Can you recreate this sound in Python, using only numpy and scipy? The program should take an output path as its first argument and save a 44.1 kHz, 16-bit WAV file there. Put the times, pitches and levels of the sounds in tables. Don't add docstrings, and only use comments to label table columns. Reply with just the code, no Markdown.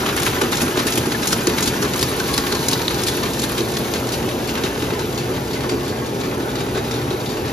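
import sys
import numpy as np
from scipy import signal
from scipy.fft import rfft, irfft
from scipy.io import wavfile

SR = 44100
rng = np.random.default_rng(int(sys.argv[2]) if len(sys.argv) > 2 else 0)


def store_wav(level_fs):
    pcm = np.round(np.clip(np.atleast_2d(level_fs), -1, 1) * 32767)
    wavfile.write(sys.argv[1], SR, pcm.T.astype(np.int16))


N = 331632
TIME, BIN_HZ = np.arange(N) / SR, np.arange(N // 2 + 1) * SR / N


def from_db(db):
    return 10 ** (np.asarray(db) / 20)


def rms_one(x):
    return x / np.sqrt(np.mean(x ** 2) + 1e-20)


def with_energy_of(x, envelope):
    return x * np.sqrt(np.sum(envelope ** 2) / np.sum(x ** 2, axis=-1, keepdims=True))


def per_bin(points):
    hz, value = np.transpose(points)
    return np.interp(np.log(np.maximum(BIN_HZ, 1)), np.log(hz), value)


def coloured(x, spectrum):
    return rms_one(irfft(rfft(x) * from_db(per_bin(spectrum)), N))


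def band(x, low_hz, high_hz, order=2):
    return signal.sosfilt(signal.butter(order, [low_hz, high_hz], "band", fs=SR, output="sos"), x)


def resonate(x, hz, width_hz):
    r = np.exp(-np.pi * width_hz / SR)
    feedback = [1, -2 * r * np.cos(2 * np.pi * hz / SR), r * r]
    return signal.lfilter(np.array([1, 0, -1]) * (1 - r * r) / 2, feedback, x + 1e-18)


def drift(rate_hz):
    return rms_one(irfft(rfft(rng.standard_normal(N)) / (1 + (BIN_HZ / rate_hz) ** 2), N))


def add(out, s, sound):
    start = round(s * SR)
    first, last = max(start, 0), min(start + sound.shape[-1], N)
    out[:, first:last] += sound[:, first - start:last - start]


# t/s, place/m
WALK = [(0, 0.36), (1.5, 0.76), (3, 1), (4.5, 1.95), (6, 2.43), (7.52, 2.33)]
def microphone_m(s):
    return np.interp(s, *np.transpose(WALK))


def distance_db(s, place_m, reach_m):
    return -10 * np.log10(1 + ((microphone_m(s) - place_m) / reach_m) ** 2)


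def along_walk(nearest_db, place_m, reach_m):
    return from_db(nearest_db + distance_db(TIME, place_m, reach_m))


def shade_db(s, covers_from_m=1.62, db_per_m=3.5):
    return -db_per_m * np.maximum(microphone_m(s) - covers_from_m, 0)


def shaded(x, above_hz=3400):
    dull = signal.sosfiltfilt(signal.butter(2, above_hz, fs=SR, output="sos"), x)
    return dull + from_db(shade_db(TIME)) * (x - dull)


# f/Hz, coherence
PORT_LIKENESS = [(50, .995), (90, .987), (180, .96), (350, .945), (700, .66), (1000, .7), (1400, .5),
                 (1900, .68), (3300, .58), (5300, .62), (7000, .72), (8400, .97), (10000, .85),
                 (12000, .96), (14000, .76)]
# f/Hz, lead/rad
PORT_LEAD = [(450, 0), (750, .7), (1200, .6), (1520, 2.3), (1800, .2), (3200, 1.1), (5000, .6),
             (5800, -1.0), (6600, -1.1), (8200, -3.0), (11300, -6.2), (12800, -6.5), (15000, -9.3)]
# f/Hz, level/dB
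PORT_BALANCE = [(100, 0.5), (700, -.5), (1100, 2), (1500, -2), (2000, 1.5), (3500, 1.5), (4800, 4.5),
                (6200, 0.3), (9000, -0.5)]
def two_ports(pair):
    common, apart = rfft(pair)
    alike = per_bin(PORT_LIKENESS)
    mid, side = np.sqrt((1 + alike) / 2) * common, np.sqrt((1 - alike) / 2) * apart
    lean = from_db(per_bin(PORT_BALANCE) / 2) * np.exp(1j * per_bin(PORT_LEAD) / 2)
    return irfft(np.array([(mid + side) * lean, (mid - side) / lean]), N)


# t/s, level/dB
HALL_SHARE = [(0, -14), (3, -14), (5, -10.5), (7.52, -7.5)]
def hall(x, t60_s=0.43):
    t = np.arange(SR) / SR
    tail = band(rng.standard_normal((2, SR)), 80, 7000, order=1) * from_db(-60 * t / t60_s) * (t > .008)
    sent = from_db(np.interp(TIME, *np.transpose(HALL_SHARE))) * x
    return signal.fftconvolve(sent, with_energy_of(tail, np.ones(1)), axes=1)[:, :N]


def reflections(x, echo_db=-11.5, longest_s=.015, shift_s=.001, count=8):
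    out = x
    for k, lag in enumerate(rng.uniform(.002, longest_s, count)):
        delay = np.round((lag + shift_s * drift(.3)) * SR).astype(int)
        out = out + (-1) ** k * from_db(echo_db) * x[:, (np.arange(N) - delay) % N]
    return rms_one(out)


# f/Hz, width/Hz, level/dB
PANELS = [(59, 10.4, -2.5), (139, 7, -17), (227.8, 7.6, -2.5), (294.6, 5, -10.5), (459.4, 8.2, -10),
          (1080, 280, -9), (1400, 94, -13.5), (1517, 110, 0), (1694, 31, -4.5), (2030, 26, -13),
          (2560, 170, -20), (3880, 1100, -13.5)]
def frame(x):
    return x + sum(from_db(db) * resonate(x, hz, width_hz) for hz, width_hz, db in PANELS)


# t/s, half span/s, f/Hz, width/Hz, level/dB
NEARBY_PARTS = [(.3, .9, 1330, 180, -11), (1.8, 0.68, 182, 35, -2), (2.25, 0.35, 1090, 169.5, -7),
                (2.8, 0.63, 4090, 700, -4), (2.899, 0.22, 950, 130, -6), (3.5, 0.48, 3770, 300, -19),
                (4.35, 0.57, 620, 220, -10), (4.65, 0.43, 2790, 382, -7), (4.65, 0.31, 3710, 218, -12),
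                (4.7, 0.27, 6150, 221, -15), (6.301, 0.51, 394, 59.6, -5), (3.6, 0.67, 202, 30, -7),
                (5.25, .5, 119.8, 50.3, -10), (5.5, 0.38, 2170, 450, -18), (6.9, 0.34, 3720, 160, -9)]
def passing_parts(x):
    return x + sum(from_db(db) * np.exp(-((TIME - s) / span_s) ** 2) * resonate(x, hz, width_hz)
                   for s, span_s, hz, width_hz, db in NEARBY_PARTS)


# f/Hz, level/dB at the start of the walk, level/dB at its end, width/Hz
DRIVE_TONES = [(120.4, -43.5, -33.5, 0.81), (136.1, -39, -40, 4.96), (240.6, -45, -41, 1.56),
               (264, -39, -39, 3.94), (357.7, -33, -39.5, 6.29), (509, -52, -42.5, 3.2),
               (596.5, -54, -40.5, 4), (804, -48, -42, 1.47), (844, -53, -45.5, 2.95),
               (906, -58, -43.5, 1.36), (1320, -52, -41, 2.8)]
def drive_hum(waver=0.601):
    out = np.zeros((2, N))
    for hz, start_db, end_db, width_hz in DRIVE_TONES:
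        phase = 2 * np.pi * (hz * TIME + np.cumsum(waver * width_hz * drift(9.82)) / SR)
        gain = from_db(np.linspace(start_db, end_db, N) + 1.25 * drift(4.4))
        out += gain * np.sqrt(2) * np.array([np.sin(phase), np.cos(phase)])
    return out


# f/Hz, relative level/dB
ROAR_SPECTRUM = [(25, -38), (40, -31), (55, -7.5), (85, -4), (125, -2), (172, -3.5), (244, -2.5), (320, -1),
                 (370, -2.5), (430, 0.5), (510, -6.5), (640, -11.5), (900, -13), (1700, -51)]
def drive_roar():
    roar = coloured(rng.standard_normal((2, N)), ROAR_SPECTRUM)
    return along_walk(-25, place_m=0.18, reach_m=5) * roar


def rattle(spectrum, per_s, spread_db, q, rush_db, low_hz, high_hz, count=16):
    born = rng.random(N) < per_s * from_db(3 * drift(15)) / SR
    ticks = born * from_db(spread_db * np.minimum(rng.exponential(1, N), 4))
    at, rings = np.flatnonzero(born), 0
    for hz in np.geomspace(low_hz, high_hz, count):
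        strikes = np.zeros((2, N))
        strikes[:, at] = ticks[at] * rng.standard_normal((2, len(at)))
        rings = rings + resonate(strikes, hz, hz / q)
    rush = coloured(rng.standard_normal((2, N)), spectrum)
    return rms_one(coloured(rings, spectrum) + from_db(rush_db) * rush)


# f/Hz, relative level/dB
ROLLER_SPECTRUM = [(320, -5.5), (550, -2.5), (739, -1.5), (895, -1.5), (1120, -3.5), (1490, -3.5),
                   (1610, -5.5), (1730, -4), (2400, -10), (3120, -12), (5280, -120)]
def rollers():
    ticks = rattle(ROLLER_SPECTRUM, per_s=250, spread_db=4, q=29, rush_db=1.5, low_hz=554, high_hz=2413)
    return along_walk(-30.3, place_m=0, reach_m=1.57) * reflections(ticks)


# f/Hz, relative level/dB
CHAIN_SPECTRUM = [(1700, -17), (2200, 1.5), (3200, 3.5), (3800, 2), (5000, 0.5), (6200, 2.5), (8200, -3.5),
                  (11000, -1), (13500, -2), (15500, -23)]
def chains():
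    ticks = rattle(CHAIN_SPECTRUM, per_s=380, spread_db=1.5, q=25, rush_db=2.5,
                   low_hz=2078, high_hz=13600)
    return along_walk(-31, place_m=0.68, reach_m=1.38) * shaded(reflections(ticks))


def paper(clump_db=8, clump_hz=22, grain_db=4):
    rustle = 0
    for low_hz, high_hz in [(1900, 3150), (3800, 7900), (8500, 11300)]:
        hiss = rms_one(band(rng.standard_normal((2, N)), low_hz, high_hz))
        rustle += hiss * from_db(clump_db * np.minimum(drift(clump_hz), 2) + grain_db * drift(400))
    return along_walk(-39.5, place_m=0.63, reach_m=0.47) * shaded(rms_one(rustle))


# level/dB, delay/s
LOAD_ROUND = [(-5.5, .002), (-1, -.002), (-2, .0025)]
def every_cycle(table, cycle_s=0.352, uneven_s=.001, uneven_db=2.5):
    rows = []
    for cycle in range(int(N / SR / cycle_s) + 1):
        load_db, load_s = LOAD_ROUND[cycle % len(LOAD_ROUND)]
        for phase_s, place_m, reach_m, share, db, *sound in table:
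            s = cycle * cycle_s + phase_s + share * load_s + uneven_s * rng.standard_normal()
            heard_db = db + share * load_db + distance_db(s, place_m, reach_m)
            rows.append([s, heard_db + uneven_db * rng.standard_normal(), *sound])
    return np.array([row for row in rows if row[0] < N / SR])


def with_catches(contacts, catches, window_s=.012):
    catches = np.array(catches)
    taken = np.abs(contacts[:, :1] - catches[:, 0]).min(axis=1) < window_s
    out = contacts.copy()
    out[taken, 1] = -120
    return np.vstack([out, catches])


def blows(table, gain_db, rise_s, scatter_db, low_hz, high_hz):
    out, t = np.zeros((2, N)), np.arange(SR // 4) / SR
    for s, db, hz, decay in table:
        force = np.minimum(t / rise_s, 1) * np.exp(-np.maximum(t - rise_s, 0) / decay)
        main = force * np.sin(2 * np.pi * (hz * t + rng.random((2, 1))))
        others = with_energy_of(band(force * rng.standard_normal((2, len(t))), low_hz, high_hz), force)
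        blow = with_energy_of(main + from_db(scatter_db) * others, force)
        add(out, s - rise_s / 2, from_db(db + gain_db) * blow)
    return out


# t/s, level/dB, f/Hz, decay/s
FLICKS = [(.231, -26, 10200, .005), (.906, -28, 11000, .006), (.954, -25, 11000, .005),
          (1.497, -30, 10900, .004), (1.974, -26, 10800, .006), (2.467, -26, 11000, .003),
          (2.911, -30, 11300, .002), (3.168, -24, 11000, .003), (3.492, -27, 11030, .003),
          (3.519, -25, 10800, 0.0033), (3.790, -29, 10700, 0.0042)]
def sheet_flicks():
    return blows(FLICKS, gain_db=0, rise_s=0.0026, scatter_db=0, low_hz=9400, high_hz=12800)


# t/s, level/dB, f/Hz, decay/s
TAPS = [(.606, -20, 2520, 0.0078), (.874, -23, 1760, 0.0088), (1.233, -26, 1310, 0.012),
        (1.473, -20, 1350, .008), (1.576, -24, 1245, 0.0062), (2.286, -25, 2540, 0.0066),
        (2.344, -29, 2120, .006), (2.386, -24, 1900, .006), (2.697, -27, 2300, .006),
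        (2.723, -22, 1090, 0.0079), (3.236, -21, 1186, 0.0074), (3.963, -32, 2500, 0.008),
        (4.243, -31, 1160, 0.0088), (4.551, -33, 2700, .016), (4.582, -31, 1050, .007),
        (4.821, -28, 2270, 0.0086), (4.903, -36, 2610, .01), (4.923, -32, 1970, 0.015),
        (5.364, -35, 2200, .009), (5.553, -28, 2050, 0.017), (5.694, -34, 1160, .009),
        (6.233, -29, 2320, 0.015), (6.746, -31, 1510, .012), (6.931, -31, 2370, .009),
        (7.082, -29, 1260, .009), (7.448, -32, 1840, .012), (7.495, -31, 1880, .01)]
def guide_taps():
    return blows(TAPS, gain_db=-2.5, rise_s=0.00307, scatter_db=-0.5, low_hz=1000, high_hz=3200)


# t/s, level/dB, f/Hz, decay/s
CLINKS = [(1.147, -20, 1720, 0.011), (2.203, -18.5, 1530, .006), (2.684, -14, 6420, 0.0044),
          (2.881, -10, 3630, .001)]
def steel_clinks():
    return blows(CLINKS, gain_db=-3, rise_s=0.00051, scatter_db=-19, low_hz=1000, high_hz=7000)


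# t/s in the cycle, place/m, reach/m, load share, level/dB, f/Hz, decay/s
JINGLES = [(.072, 2.1, 0.36, 0.015, -29, 3800, 0.03), (.229, 2.5, 0.44, 0.0046, -33, 3630, 0.03)]
# t/s, level/dB, f/Hz, decay/s
HARD_JINGLES = [(6.556, -23, 3650, 0.02), (6.605, -25, 3790, 0.016), (6.752, -25, 3850, 0.021),
                (6.915, -25, 3640, .025), (7.107, -22.5, 3950, 0.017), (7.262, -25, 3630, 0.016)]
def finger_jingles():
    shakes = with_catches(every_cycle(JINGLES), HARD_JINGLES)
    return blows(shakes, gain_db=-10.5, rise_s=.001, scatter_db=0, low_hz=3570, high_hz=4140)


# t/s in the cycle, place/m, reach/m, load share, level/dB, f/Hz, decay/s
THUMPS = [(.03, 2.25, .4, 0, -21.5, 102, .018), (.205, 0.11, 0.39, 0.0084, -18, 147.4, 0.035),
          (.274, .45, .4, 0.0066, -14.5, 120, 0.016)]
def frame_thumps():
    strokes = every_cycle(THUMPS)
    thumps = blows(strokes, gain_db=-8.5, rise_s=0.00875, scatter_db=-2.5, low_hz=48.3, high_hz=167)
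    return band(thumps, 37, 630)


# t/s in the cycle, place/m, reach/m, load share, level/dB, f/Hz, decay/s
KNOCKS = [(.014, 1.5, 1.2, 0, -19, 370, 0.031), (.066, -0.5, 0.74, 0.84, -13, 398, 0.024),
          (.069, 5.5, 0.58, 0.9, -12, 364, 0.017), (.095, 8, 2.5, 0.54, -19.5, 354, 0.012),
          (.15, -0.5, 0.4, 0.42, -10, 272, 0.0065), (.27, -0.5, 1.1, 0.058, -11, 290, 0.0045),
          (.258, 2, 1, 0, -21.5, 265, 0.015)]
# t/s, level/dB, f/Hz, decay/s
HEAVY_KNOCKS = [(.419, -5, 392, 0.0078), (.432, -17.5, 239, .05), (.620, -10, 346, 0.0083),
                (.622, -13, 246, .024), (.776, -6, 378, 0.0048), (.793, -13, 241, 0.022),
                (.86, -10.5, 294, .006), (.980, -11, 280, 0.016), (1.072, -10.5, 377, 0.0094),
                (1.175, -19, 227, 0.028), (1.312, -14, 276, .02), (1.475, -5, 355, 0.011),
                (1.504, -13, 417, 0.02), (1.672, -10.5, 275, 0.014), (1.828, -11.5, 409, 0.031),
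                (2.02, -10.5, 402, 0.013), (2.185, -16.5, 400, 0.014), (2.525, -12.5, 412, 0.014),
                (3.257, -13.5, 390, 0.0088), (3.603, -9.5, 353, 0.013), (3.632, -10.5, 364, 0.01),
                (3.795, -17.5, 240, .018), (3.804, -17, 375, 0.013), (4.135, -16, 372, .03),
                (4.218, -16, 236, .02), (4.336, -15.5, 265, .014), (4.639, -12, 364, .016),
                (4.829, -14, 283, 0.018), (4.922, -12, 419, 0.017), (5.722, -9, 344, 0.017),
                (5.730, -13.5, 260, 0.027), (6.2, -16, 255, 0.012), (6.258, -14.5, 406, 0.013),
                (6.405, -13, 350, 0.014), (6.756, -14, 429, 0.01), (6.776, -13.5, 358, 0.014),
                (7.055, -18, 280, .022), (7.109, -12.5, 374, 0.018)]
def cabinet_knocks():
    knocks = with_catches(every_cycle(KNOCKS), HEAVY_KNOCKS)
    return blows(knocks, gain_db=-7, rise_s=0.0051, scatter_db=-7.5, low_hz=224, high_hz=470)


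# multiple of its pitch, level/dB
PART_MODES = [(.61, -9.5), (.81, -3.5), (1.18, -7.5), (1.48, -10)]
def steel_ring(contacts, hz, cover_db, width_hz=300):
    modes = sum(from_db(db) * resonate(contacts, hz * multiple, width_hz) for multiple, db in PART_MODES)
    broad = from_db(-6) * band(contacts, 2200, 7500)
    return resonate(contacts, hz, width_hz) + from_db(0.64 * cover_db) * (modes + broad)


# t/s in the cycle, place/m, reach/m, load share, level/dB,
# strike/dB, swell/s, decay/s, f/Hz, body/dB, snap/dB (strike, body and snap are offsets to the level)
CLACKS = [(.003, .8, 0.76, 0.41, -29.5, -1, .003, 0.023, 4500, 5, -8),
          (.064, 0.36, 0.67, 0.32, -23, -1, 0.005, 0.0095, 4100, 3.5, -9),
          (.069, 1.43, 0.28, 1, -24, -2, 0.0045, 0.019, 3100, 1, -21),
          (.089, 0.5, 0.69, 0.5, -26, -11, 0.0057, 0.017, 3800, 5.5, -12),
          (.128, 0.97, 0.22, 0.062, -28, 2, 0.00085, 0.0099, 4360, -4, -7),
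          (.166, 0.22, 0.32, 0.0032, -22, -6, 0.0033, 0.015, 4600, -3.5, 2.5),
          (.178, 0.57, 0.22, 0, -22.5, -11, 0.0061, 0.016, 3500, 0.5, -16),
          (.201, 0.066, 0.43, 0.013, -21.5, 3, 0.0027, 0.0086, 4640, 0.5, 5),
          (.219, 0.33, 0.41, 0.037, -20.5, 3, 0.0019, 0.013, 6600, -19, -12),
          (.228, 3, 0.46, 0.029, -33.5, 3, 0.004, 0.015, 3820, 3, -19),
          (.233, 0.31, 0.87, 0.012, -26.5, -4, 0.0055, 0.007, 4400, -18, -14),
          (.251, 0.83, .85, 0, -25, -8, 0.002, 0.022, 4400, -36, 2),
          (.269, 0.17, 0.33, 0, -20, 0, 0.0084, 0.014, 4540, -4, -3),
          (.262, 1.42, 0.17, 0.043, -27, -5, 0.0069, 0.029, 2780, -7, -15),
          (.275, 1.4, 1.4, 0.011, -43, -24, .007, 0.061, 3930, 7, -12),
          (.314, 0.29, 0.6, 0, -29.5, -2, 0.0015, 0.0033, 3200, 3, -13),
          (.328, 0.53, 1.6, 0.065, -33.5, -7, 0.0018, 0.012, 3650, 8.5, 3)]
# t/s, level/dB, strike/dB, swell/s, decay/s, f/Hz, body/dB, snap/dB
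CATCHES = [(0.233, -16, -4, .002, .005, 4500, -10, -6), (.266, -17, -4, 0.0065, 0.017, 3180, -1, -1.5),
           (.417, -16.5, -6, 0.0036, 0.0063, 4700, 2, -2), (.556, -22, -4, .002, 0.0056, 6330, -12, -2),
           (.620, -19, -6, 0.0078, 0.013, 4500, -2.5, 4.5), (.776, -22, -8, 0.0047, 0.0085, 3370, 3, -6),
           (.938, -23, -3, .002, .005, 4670, -8, 2), (.977, -18, -4, .003, 0.01, 3200, -2.5, 3.5),
           (1.273, -17, -5, 0.0015, 0.014, 6800, -14, 0.5),
           (1.331, -13.5, -6, 0.0074, 0.0075, 5040, -3.5, -6),
           (1.471, -14, 6, 0.0011, 0.0049, 5600, -6, -24),
           (1.586, -18.5, -5, 0.0058, 0.0089, 3770, 0, -7.5), (1.627, -17, -3, 0.0033, 0.015, 6600, -4, -9),
           (1.678, -16, -7, 0.0042, 0.01, 4600, -5, -4), (1.828, -20, -4, 0.0057, 0.01, 5260, 1, -8),
           (1.937, -21.5, -4, 0.0044, 0.0077, 4600, 2, -9), (1.994, -19, -3, 0.0022, 0.0045, 5200, -10, -6),
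           (2.028, -13, -2, .0008, 0.0075, 4740, -3.5, -7), (2.201, -20, 0, 0.0023, 0.0062, 5540, -3, -17),
           (2.341, -20, -2, .008, 0.0077, 4200, -16, 1), (2.378, -15.5, 6, .0004, 0.0094, 4900, -2.5, -5),
           (2.526, -19, -3, 0.0057, 0.0052, 4300, 0, -15), (2.553, -21, -3, 0.0034, 0.0059, 5460, -1, -14),
           (2.685, -16.5, 2, 0.0011, .008, 6560, -9, 4), (2.733, -15.5, -4, 0.0022, 0.0073, 4900, -17, -5),
           (2.818, -22.5, -3, .002, 0.0051, 4400, 1, -14), (2.881, -20.5, 9, 0.00059, 0.004, 3830, -2, -14),
           (3.036, -20.5, -1, 0.00071, 0.0077, 6540, -7, 0),
           (3.085, -18.5, -1, 0.0045, 0.0098, 3430, -19, 0),
           (3.233, -23, -3, 0.0024, 0.0056, 3710, -5, -12), (3.397, -21, -3, 0.0051, .007, 7000, -11, -6),
           (3.440, -21, -4, 0.0055, .01, 3770, -1, 0), (3.581, -20.5, -5, .004, 0.013, 3800, -2, -14),
           (3.607, -24, -3, 0.0019, .006, 4000, -4, -15), (3.770, -19, -3, 0.0019, .006, 4100, -9, -10),
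           (3.938, -25, 9, .0006, 0.022, 4250, 1, -15), (4.09, -24.5, -2, .002, 0.0067, 4300, -10, -12),
           (4.138, -23.5, -2, 0.0077, 0.013, 4720, -6, -11), (4.496, -26.5, -2, .012, 0.016, 2700, -7, -12),
           (4.637, -24, 3, 0.0022, 0.022, 3670, -0.5, -8), (4.663, -32, -3, 0.004, 0.016, 2670, 4, -12),
           (4.823, -27, 0, .001, 0.0088, 2500, -4, -16), (4.994, -27, -2, 0.0025, 0.014, 4050, -4, -12),
           (5.694, -24, -2, .002, 0.018, 4560, -0.5, -17), (6.063, -31, 0, 0.0025, .009, 4500, -4, -13),
           (6.556, -27.5, -5, .003, 0.0083, 4600, 1, -16), (6.605, -32, -5, .004, 0.015, 3800, 8, -13),
           (6.912, -25.5, -4, 0.0022, .011, 4620, 1, -14), (7.106, -30, -5, 0.0022, 0.012, 3930, -2, -14),
           (7.261, -28, -4, .003, 0.010, 4470, -6, -14)]
def gripper_clacks(approach_s=0.00059, strike_s=0.0035, uneven_db=2, table_until_m=0.6):
    out, lead = np.zeros((2, N)), SR // 20
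    t = np.arange(-lead, SR // 6) / SR
    for s, db, strike_db, swell, decay, hz, body_db, snap_db in with_catches(every_cycle(CLACKS), CATCHES):
        cover_db = shade_db(s)
        chatter = np.exp(np.where(t < 0, t / swell, -t / decay))
        strike = np.exp(np.where(t < 0, t / approach_s, -t / strike_s))
        force = np.hypot(chatter, from_db(strike_db - 6.5 + 1.3 * cover_db) * strike)
        contacts = force * rng.standard_normal((2, len(t)))
        contacts *= from_db(uneven_db * np.repeat(rng.standard_normal(len(t)), 20)[:len(t)])
        over_table_m = np.maximum(table_until_m - microphone_m(s), 0)
        ring = steel_ring(contacts, hz, cover_db), -0.5 - 15 * over_table_m
        body = band(contacts, 790, 3550), body_db - 3 + 17 * over_table_m
        snap = band(contacts, 4700, 10800), snap_db - 5 + 5.8 * cover_db
        clack = sum(from_db(db + part_db) * with_energy_of(x, force) for x, part_db in (ring, body, snap))
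        add(out, s - lead / SR, clack)
    return out


def scene():
    hits = cabinet_knocks() + frame_thumps() + steel_clinks() + finger_jingles()
    hits += gripper_clacks() + guide_taps() + sheet_flicks()
    running = drive_roar() + rollers() + chains() + paper()
    machine = passing_parts(frame(hits + hall(hits) + running))
    return two_ports(machine + drive_hum())


def record(dry, ceiling=2.7, cutoff_hz=15750):
    rounded = ceiling * np.tanh(dry / ceiling)
    return signal.sosfilt(signal.ellip(12, .2, 90, cutoff_hz, fs=SR, output="sos"), rounded)


dry = scene()
out = record(dry)
store_wav(out)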